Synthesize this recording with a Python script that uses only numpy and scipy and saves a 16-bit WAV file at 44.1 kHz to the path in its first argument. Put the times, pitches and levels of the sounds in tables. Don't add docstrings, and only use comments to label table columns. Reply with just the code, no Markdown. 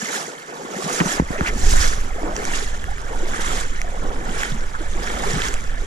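import sys
import numpy as np
from scipy import signal
from scipy.fft import rfft, irfft
from scipy.io import wavfile
from scipy.ndimage import uniform_filter1d

SR = 44100
rng = np.random.default_rng(int(sys.argv[2]) if len(sys.argv) > 2 else 0)


def generate_wav(sig):
    pcm = np.round(np.clip(np.atleast_2d(sig).T, -1, 1) * 32767).astype(np.int16)
    wavfile.write(sys.argv[1], SR, pcm)


N = 258426
TIME = np.arange(N) / SR
HZ = np.fft.rfftfreq(N, 1 / SR)


def gain_of(db):
    return 10 ** (np.asarray(db) / 20)


def evened(x):
    return x / np.sqrt(np.mean(x ** 2) + 1e-20)


def read(points):
    f, value = np.transpose(points)
    return np.interp(np.log(HZ + 1), np.log(f + 1), value)


def add(mix, start_s, sound):
    part = mix[round(start_s * SR):][:len(sound)]
    part += sound[:len(part)]


def coloured(x, colour):
    return irfft(rfft(x) * gain_of(read(colour)), N)


def unit_band(pair, band_hz):
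    inside = (HZ > band_hz[0]) & (HZ < band_hz[1])
    mid = irfft(rfft(pair.mean(0)) * inside, N)
    return pair / np.std(mid)


def flutter(rate_hz, depth_db):
    slow = irfft(rfft(rng.standard_normal(N)) / (1 + (HZ / rate_hz) ** 4), N)
    return gain_of(depth_db * evened(slow))


# (frequency [Hz], left lead [rad])
PORT_PHASE = [(100, 1.5), (350, -1.04), (700, -0.82), (1200, -3.5), (1900, -4.5), (3500, -5), (5200, -5.5),
              (7000, -8), (11000, -12)]
# (frequency [Hz], left minus right [dB])
PORT_BALANCE = [(60, 0), (110, -1.0), (200, 0.5), (380, 1.5), (690, 0.5), (1270, -6), (2340, 0),
                (4320, -5.0), (7960, -7.5), (14700, -3)]


def ports(x):
    half = gain_of(read(PORT_BALANCE) / 2) * np.exp(.5j * read(PORT_PHASE))
    return irfft(rfft(x) * np.array([half, 1 / half]), N)


def bubble(hz, cycles, rise, onset_cycles):
    turns = np.arange(int(cycles * SR / hz) + 2) * hz / SR
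    swell = 1 - np.exp(-(turns / onset_cycles) ** 2)
    phase = 2 * np.pi * turns * (1 + rise * turns / cycles)
    ring = swell * gain_of(-60 * turns / cycles) * np.sin(phase)
    return ring / abs(ring).max()


CLUMP_S, CLUMP_DB = 0.025, 3


def cloud(band_hz, per_s, cycles, rise, scatter_db, spread_ms, wash, onset_cycles=0.56, count=36):
    pair = np.zeros((2, N))
    clumps = evened(uniform_filter1d(rng.standard_normal((count, SR)), size=4, axis=0))
    for hz, clump in zip(np.geomspace(*band_hz, count), clumps):
        chance, size = rng.random(N), rng.standard_exponential(N)
        at = np.flatnonzero(chance < per_s / count / SR)
        lag = (rng.standard_normal(N)[at] * spread_ms * SR / 1000).round().astype(int)
        clump_db = CLUMP_DB * np.minimum(clump[(TIME[at] / CLUMP_S).astype(int) % SR], 2)
        strength = gain_of(scatter_db * np.minimum(size[at], 3) + clump_db)
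        clicks = np.zeros((2, N))
        clicks[0, at] = strength
        clicks[1, (at + lag) % N] = strength
        ring = bubble(hz, cycles, rise * rng.uniform(-1.2, 1.94), onset_cycles)
        pair += signal.oaconvolve(clicks, ring[None] / np.linalg.norm(ring), axes=1)[:, :N]
    pink = irfft(rfft(rng.standard_normal((2, N))) / np.sqrt(HZ + band_hz[0]), N)
    return evened(pair) + wash * evened(pink)


def resonate(x, hz, width_hz):
    turn = np.exp(2j * np.pi * np.cumsum(hz) / SR)
    r = np.exp(-np.pi * width_hz / SR)
    return 2 * (turn * signal.lfilter([1 - r], [1, -r], x / turn)).real


# (start [s], build-up [s], length [s], level [dB], easing [dB/s])
STRIDES = [(-0.06, 0.099, 0.28, -38.5, -7), (0.474, 0.028, 0.69, -37.5, -6),
           (1.276, 0.043, 0.81, -35, 10.5), (2.08, 0.21, 0.55, -32, 21), (2.998, 0.12, 0.58, -35, 2),
           (3.789, 0.2, 0.82, -34.5, 5.5), (4.73, 0.43, 0.77, -32.5, 9)]
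SETTLE_DB_PER_S = 144
LAP_SLOSH_DB = -43.5


def push():
    power = gain_of(LAP_SLOSH_DB) ** 2
    for start, build, length, db, easing in STRIDES:
        age = np.maximum(TIME - start, 0)
        fade_db = easing * np.maximum(age - build, 0)
        fade_db = fade_db + SETTLE_DB_PER_S * np.maximum(age - length, 0)
        power = power + (np.minimum(age / build, 1) * gain_of(db - fade_db)) ** 2
    return np.sqrt(power)


# (frequency [Hz], gain [dB])
SLOSH_COLOUR = [(90, -62), (120, -19), (150, -4), (300, -2), (500, -4), (850, -2), (1300, -3.5),
                (2200, -18)]
GURGLE_HZ, GURGLE_FALL_OCTAVES_PER_S, GURGLE_WIDTH_HZ, GURGLE_DB = 765, 3.9, 490, -6


def slosh():
    starts = np.transpose(STRIDES)[0]
    age = TIME - starts[np.searchsorted(starts, TIME) - 1]
    small = cloud((380, 1700), per_s=850, cycles=28.6, rise=0.26, scatter_db=2.0, spread_ms=0.15,
                  wash=0.23, onset_cycles=0.76, count=24)
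    large = cloud((135, 430), per_s=800, cycles=10.6, rise=0.2, scatter_db=2.0, spread_ms=0.23,
                  wash=0.18, onset_cycles=0.78, count=18)
    water = small + gain_of(-6.5) * large
    gurgle_hz = GURGLE_HZ * 2 ** (-GURGLE_FALL_OCTAVES_PER_S * age)
    water = water + gain_of(GURGLE_DB) * resonate(water, gurgle_hz, GURGLE_WIDTH_HZ)
    water = ports(coloured(water, SLOSH_COLOUR)) * flutter(rate_hz=6.8, depth_db=1.37)
    return unit_band(water, (280, 900))


# (crest time [s], rise [s], fall [s], splash level [dB], spray level [dB])
WAVES = [(0.161, 0.35, 0.15, -32.5, -30), (0.83, 0.033, 0.26, -44, -36), (0.992, 0.3, 0.029, -33, -28.5),
         (1.121, 0.19, 0.084, -32, -27.5), (1.185, 0.11, 0.036, -31.5, -42), (1.348, 0.14, 0.11, -37, -40),
         (1.481, 0.077, 0.036, -28.5, -32.5), (1.705, 0.17, 0.19, -34, -26.5),
         (1.818, 0.15, 0.14, -25.5, -24), (2.557, 0.31, 0.19, -33, -33.5), (2.56, 0.035, 0.059, -53, -31),
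         (3.46, 0.29, 0.23, -34, -34.5), (3.59, 0.22, 0.09, -32.5, -34), (4.42, 0.18, 0.15, -32, -33.5),
         (5.09, 0.19, 0.21, -35.5, -37.5), (5.31, 0.32, 0.32, -33, -35.5), (5.459, 0.14, 0.077, -31, -31)]
WAVE_DROP_DB, WAVE_ROUNDNESS = 15.5, 1
LAP_SPLASH_DB, LAP_SPLASH_GROWTH_DB_PER_S = -46, 0.42
LAP_SPRAY_DB, LAP_SPRAY_FADE_DB_PER_S = -48, 0.27


def breaking():
    splash_power = gain_of(LAP_SPLASH_DB + LAP_SPLASH_GROWTH_DB_PER_S * TIME) ** 2
    spray_power = gain_of(LAP_SPRAY_DB - LAP_SPRAY_FADE_DB_PER_S * TIME) ** 2
    for crest, rise, fall, splash_db, spray_db in WAVES:
        away = np.maximum((crest - TIME) / rise, (TIME - crest) / fall)
        swell = gain_of(-WAVE_DROP_DB * np.minimum(away, 10) ** WAVE_ROUNDNESS)
        splash_power = splash_power + (gain_of(splash_db) * swell) ** 2
        spray_power = spray_power + (gain_of(spray_db) * swell) ** 2
    return np.sqrt(splash_power), np.sqrt(spray_power)


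# (frequency [Hz], gain [dB])
SPLASH_COLOUR = [(300, -24), (850, -10.5), (1200, -3.5), (1750, 1), (2100, -1.5), (2600, -11.5), (3300, -9),
                 (4300, -25)]


def splash():
    water = cloud((800, 4200), per_s=1100, cycles=58, rise=0.12, scatter_db=2.0, spread_ms=0.031, wash=0.94)
    water = ports(coloured(water, SPLASH_COLOUR)) * flutter(rate_hz=8.0, depth_db=0.15)
    return unit_band(water, (1200, 2500))


def crackle():
    ticks = cloud((1500, 8000), per_s=160, cycles=8.8, rise=0, scatter_db=6.0, spread_ms=0.027,
                  wash=0, count=16)
    return gain_of(-10.5) * evened(ports(ticks))


# (frequency [Hz], gain [dB])
SPRAY_COLOUR = [(1200, -19), (2400, -3), (3300, -0.5), (4400, -1), (5400, 2.5), (7200, 7), (8300, -1),
                (10200, -2.5), (11500, -8), (13500, -13), (15000, -54)]
# (frequency [Hz], gain [dB])
SECOND_COLOUR = [(2400, 0.5), (3300, 5), (4400, 0.5), (6500, 1), (9000, 2), (14000, -2)]
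COLOUR_TIMES_S = [4.8, 2.5]


def spray():
    water = cloud((2000, 14000), per_s=4000, cycles=58, rise=0.016, scatter_db=1.0, spread_ms=0.028,
                  wash=1.0, count=48)
    share = np.interp(TIME, COLOUR_TIMES_S, [0, 1])
    water = (1 - share) * water + share * coloured(water, SECOND_COLOUR)
    water = ports(coloured(water, SPRAY_COLOUR)) * flutter(rate_hz=25, depth_db=1.27)
    return unit_band(water, (4000, 12000))


# (time [s], level [dB], pitch [Hz], pitch change over the ring [share])
GULPS = [(0.022, -24, 193, 0.56), (4.951, -25.5, 336, 0.42), (0.646, -28.5, 347, -1.7),
         (0.737, -27, 747, -1.5), (0.76, -23.5, 186, .3), (0.783, -25.5, 365, 0.024),
         (0.835, -26, 160, -0.24), (0.857, -20, 233, -1.14), (1.003, -5.5, 180.4, -0.2),
         (1.054, -16, 189, 0.023), (1.354, -23.5, 552, 0.82), (1.389, -21, 460, -0.96),
         (1.554, -22.5, 278, -1.2), (2.156, -28, 370, 0.57), (2.18, -26.5, 594, 1.1),
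         (2.236, -19, 328, -0.37), (2.325, -28, 560, 1.04), (2.619, -26, 447, -0.38),
         (2.88, -28, 674, 0.74), (2.912, -29, 730, 0.7), (3.228, -23.5, 352, 0.15), (3.84, -28.5, 630, 0.7),
         (4.284, -23.5, 230, -0.9), (4.515, -18.5, 151, -0.51), (4.541, -25, 195, 0.77),
         (4.803, -25.5, 354, -0.48), (5.331, -14, 149, -1.15), (5.354, -16.5, 195, -0.8)]
GULP_RING_S, GULP_SWELL_S = 0.0615, 0.005


def gulps():
    out = np.zeros(N)
    for s, db, hz, glide in GULPS:
        add(out, s, gain_of(db) * bubble(hz, hz * GULP_RING_S, glide / 2, hz * GULP_SWELL_S))
    high_pass = signal.butter(4, 115, "highpass", fs=SR, output="sos")
    return ports(signal.sosfilt(high_pass, out))


# (time [s], level [dB], pitch [Hz])
DROPS = [(0.163, -21, 6160), (2.3652, -13, 5940), (2.4527, -14, 6260), (2.841, -17.5, 1700),
         (2.982, -26, 1710), (3.816, -20, 2070), (3.817, -18, 6000), (4.433, -8.5, 1790),
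         (4.521, -20, 3300), (5.419, -13.5, 3500), (5.4848, -14, 6070), (5.541, -13.5, 7300),
         (5.64, -25.5, 6700)]
# (frequency [Hz], gain [dB])
TICK_COLOUR = [(500, -14), (1600, 13), (3200, 5), (4400, -21), (6500, 1), (9000, -3), (15000, -24.5)]


def drops():
    rings, ticks = np.zeros(N), np.zeros(N)
    t = np.arange(SR // 50) / SR
    for s, db, hz in DROPS:
        add(rings, s, gain_of(db) * bubble(hz, cycles=14, rise=0.023, onset_cycles=1.0))
        add(ticks, s, gain_of(db) * rng.standard_normal(len(t)) * np.exp(-t / 0.0012))
    return ports(rings + gain_of(-5.0) * coloured(ticks, TICK_COLOUR))


# (time [s], level [dB], pitch [Hz], length [s])
SLAPS = [(0.477, -26, 1230, 0.025), (0.869, -25, 960, .045), (1.001, -14, 2400, 0.0096),
         (1.378, -20, 2230, .02), (1.457, -13.5, 2160, 0.045), (1.924, -19.5, 1550, .012),
         (3.334, -16, 1460, .012), (4.741, -19, 1340, 0.021), (5.067, -15.5, 1800, 0.016)]


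def slaps():
    out = np.zeros(N)
    for s, db, hz, length in SLAPS:
        clump = np.zeros(SR // 8)
        for when, size, strength in rng.random((40, 3)):
            pitch_hz = hz * 1.27 ** (2 * size - 1)
            ring = bubble(pitch_hz, cycles=36, rise=0.019, onset_cycles=0.53)
            add(clump, when * length, strength * ring)
        add(out, s, gain_of(db) * clump / abs(clump).max())
    return ports(out)


# (time [s], level [dB], decay [s], pitch [Hz], direction [1 side, 0 front])
SMACKS = [(1.003, -17, 0.0083, 1730, 0), (1.06, -26.5, 0.019, 1320, 0), (1.4093, -13, 0.0017, 1400, 0),
          (1.735, -19, 0.031, 780, 1), (1.852, -24, 0.017, 700, 1), (2.2324, -25.5, .005, 667, 0)]
POPS_PER_S, POP_DAMPING_PER_CYCLE = 2000, 1.05


def smacks():
    front, side = np.zeros(N), np.zeros(N)
    t = np.arange(SR // 10) / SR
    for s, db, decay, hz, sideways in SMACKS:
        pops = (rng.random(len(t)) < POPS_PER_S / SR) * rng.standard_normal(len(t))
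        pops[0] = 2
        pop = np.sin(2 * np.pi * hz * t) * np.exp(-POP_DAMPING_PER_CYCLE * hz * t)
        burst = signal.fftconvolve(pops * np.exp(-t / decay), pop)[:len(t)]
        burst = evened(burst) * np.sqrt(decay / t[-1])
        add(side if sideways > .5 else front, s, gain_of(db) * burst)
    return ports(front) + np.array([side, -side])


# (time [s], level [dB], contact time [ms], left port lag [ms])
KNOCKS = [(1.011, -5.5, 0.23, 0.72), (1.0169, -2.5, 0.26, 0.68), (1.1988, 0.2, 0.3, -0.38),
          (1.2021, -6, 1.6, 0), (1.221, -11.5, 1.1, 0.36), (1.305, -14, 0.79, 1), (1.4131, -8, 1.22, -0.51)]
# (frequency [Hz], level [dB], t60 [s])
HOUSING = [(63.5, 3, 0.079), (168, 10, 0.028), (266, 8.5, 0.028), (583, -5, 0.017), (920, 14.5, 0.012),
           (1540, -3, 0.013)]


def knocks():
    out = np.zeros((2, N))
    t = np.arange(SR // 6) / SR
    ring = sum(gain_of(db - 60 * t / t60) * np.cos(2 * np.pi * hz * t) for hz, db, t60 in HOUSING)
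    for s, db, contact_ms, lag_ms in KNOCKS:
        u = 1000 * t / contact_ms
        force = u * (2 - u) * np.exp(-u)
        blow = signal.fftconvolve(ring, force)[:len(t)]
        for port, at_s in zip(out, (s + lag_ms / 1000, s)):
            add(port, at_s, gain_of(db) * blow / abs(blow).max())
    return out


# (time [s], level [dB])
BREEZE = [(0.0, -87), (0.8, -62), (1.22, -30), (1.5, -48), (1.95, -25.5), (2.3, -28.5), (3.5, -24.5),
          (4.7, -27), (5.86, -24)]
# (time [s], level [dB], half width to 1/e [s])
GUSTS = [(1.72, -16, 0.23), (2.85, -23.5, 0.11), (5.57, -27, 0.068)]


def blowing():
    power = gain_of(np.interp(TIME, *np.transpose(BREEZE))) ** 2
    for s, db, width in GUSTS:
        power = power + (gain_of(db) * np.exp(-((TIME - s) / width) ** 2)) ** 2
    return np.sqrt(power)


# (frequency [Hz], gain [dB])
WIND_COLOUR = [(4, 1.5), (14, 10), (27, 1), (50, -6), (80, -15.5), (120, -22.5), (250, -45), (600, -47),
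               (2000, -87)]
FLAP_DB = 0.5
WIND_PORT_DB = np.array([[-1.6], [1.6]])


def wind():
    shared = rng.standard_normal(N)
    own = irfft(rfft(rng.standard_normal((2, N))) * np.minimum(HZ / 130, 1.5), N)
    rumble = coloured(shared + own, WIND_COLOUR) * gain_of(WIND_PORT_DB)
    flap_filter = signal.butter(2, (90, 300), "bandpass", fs=SR, output="sos")
    flap = signal.sosfilt(flap_filter, rng.standard_normal((2, N)))
    level = blowing()
    return level * unit_band(rumble, (15, 100)) + gain_of(FLAP_DB) * level ** 2 * evened(flap)


# (time [s], level [dB])
BUFFETS = [(1.638, -14), (1.687, -12), (1.73, -9), (1.81, -10.5)]


def buffets():
    out = np.zeros(N)
    for s, db in BUFFETS:
        u = (TIME - s) / 0.0047
        out -= gain_of(db) * (1 - u ** 2) * np.exp(-u ** 2 / 2)
    return out * gain_of(WIND_PORT_DB)


def scene():
    splash_level, spray_level = breaking()
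    water = push() * slosh() + splash_level * (splash() + crackle()) + spray_level * spray()
    return water + gulps() + drops() + slaps() + smacks() + knocks() + wind() + buffets()


LIMIT_DB, OVERSHOOT_FALL_DB_PER_S, LIMIT_SHARE = -5.5, 70, 0.43


def limited(x):
    over_db = np.maximum(20 * np.log10(abs(x).max(0) + 1e-9) - LIMIT_DB, 0)
    recovery = OVERSHOOT_FALL_DB_PER_S * TIME
    held_db = np.maximum.accumulate(over_db + recovery) - recovery
    keep = np.exp(-1 / (0.004 * SR))
    return x * gain_of(-LIMIT_SHARE * signal.lfilter([1 - keep], [1, -keep], held_db))


EDGE_HZ = 15000


def record(dry):
    low_pass = signal.firwin(511, EDGE_HZ, window=("kaiser", 9), fs=SR)
    return signal.oaconvolve(np.clip(limited(dry), -1, 1), low_pass[None], "same")


dry = scene()
out = record(dry)
generate_wav(out)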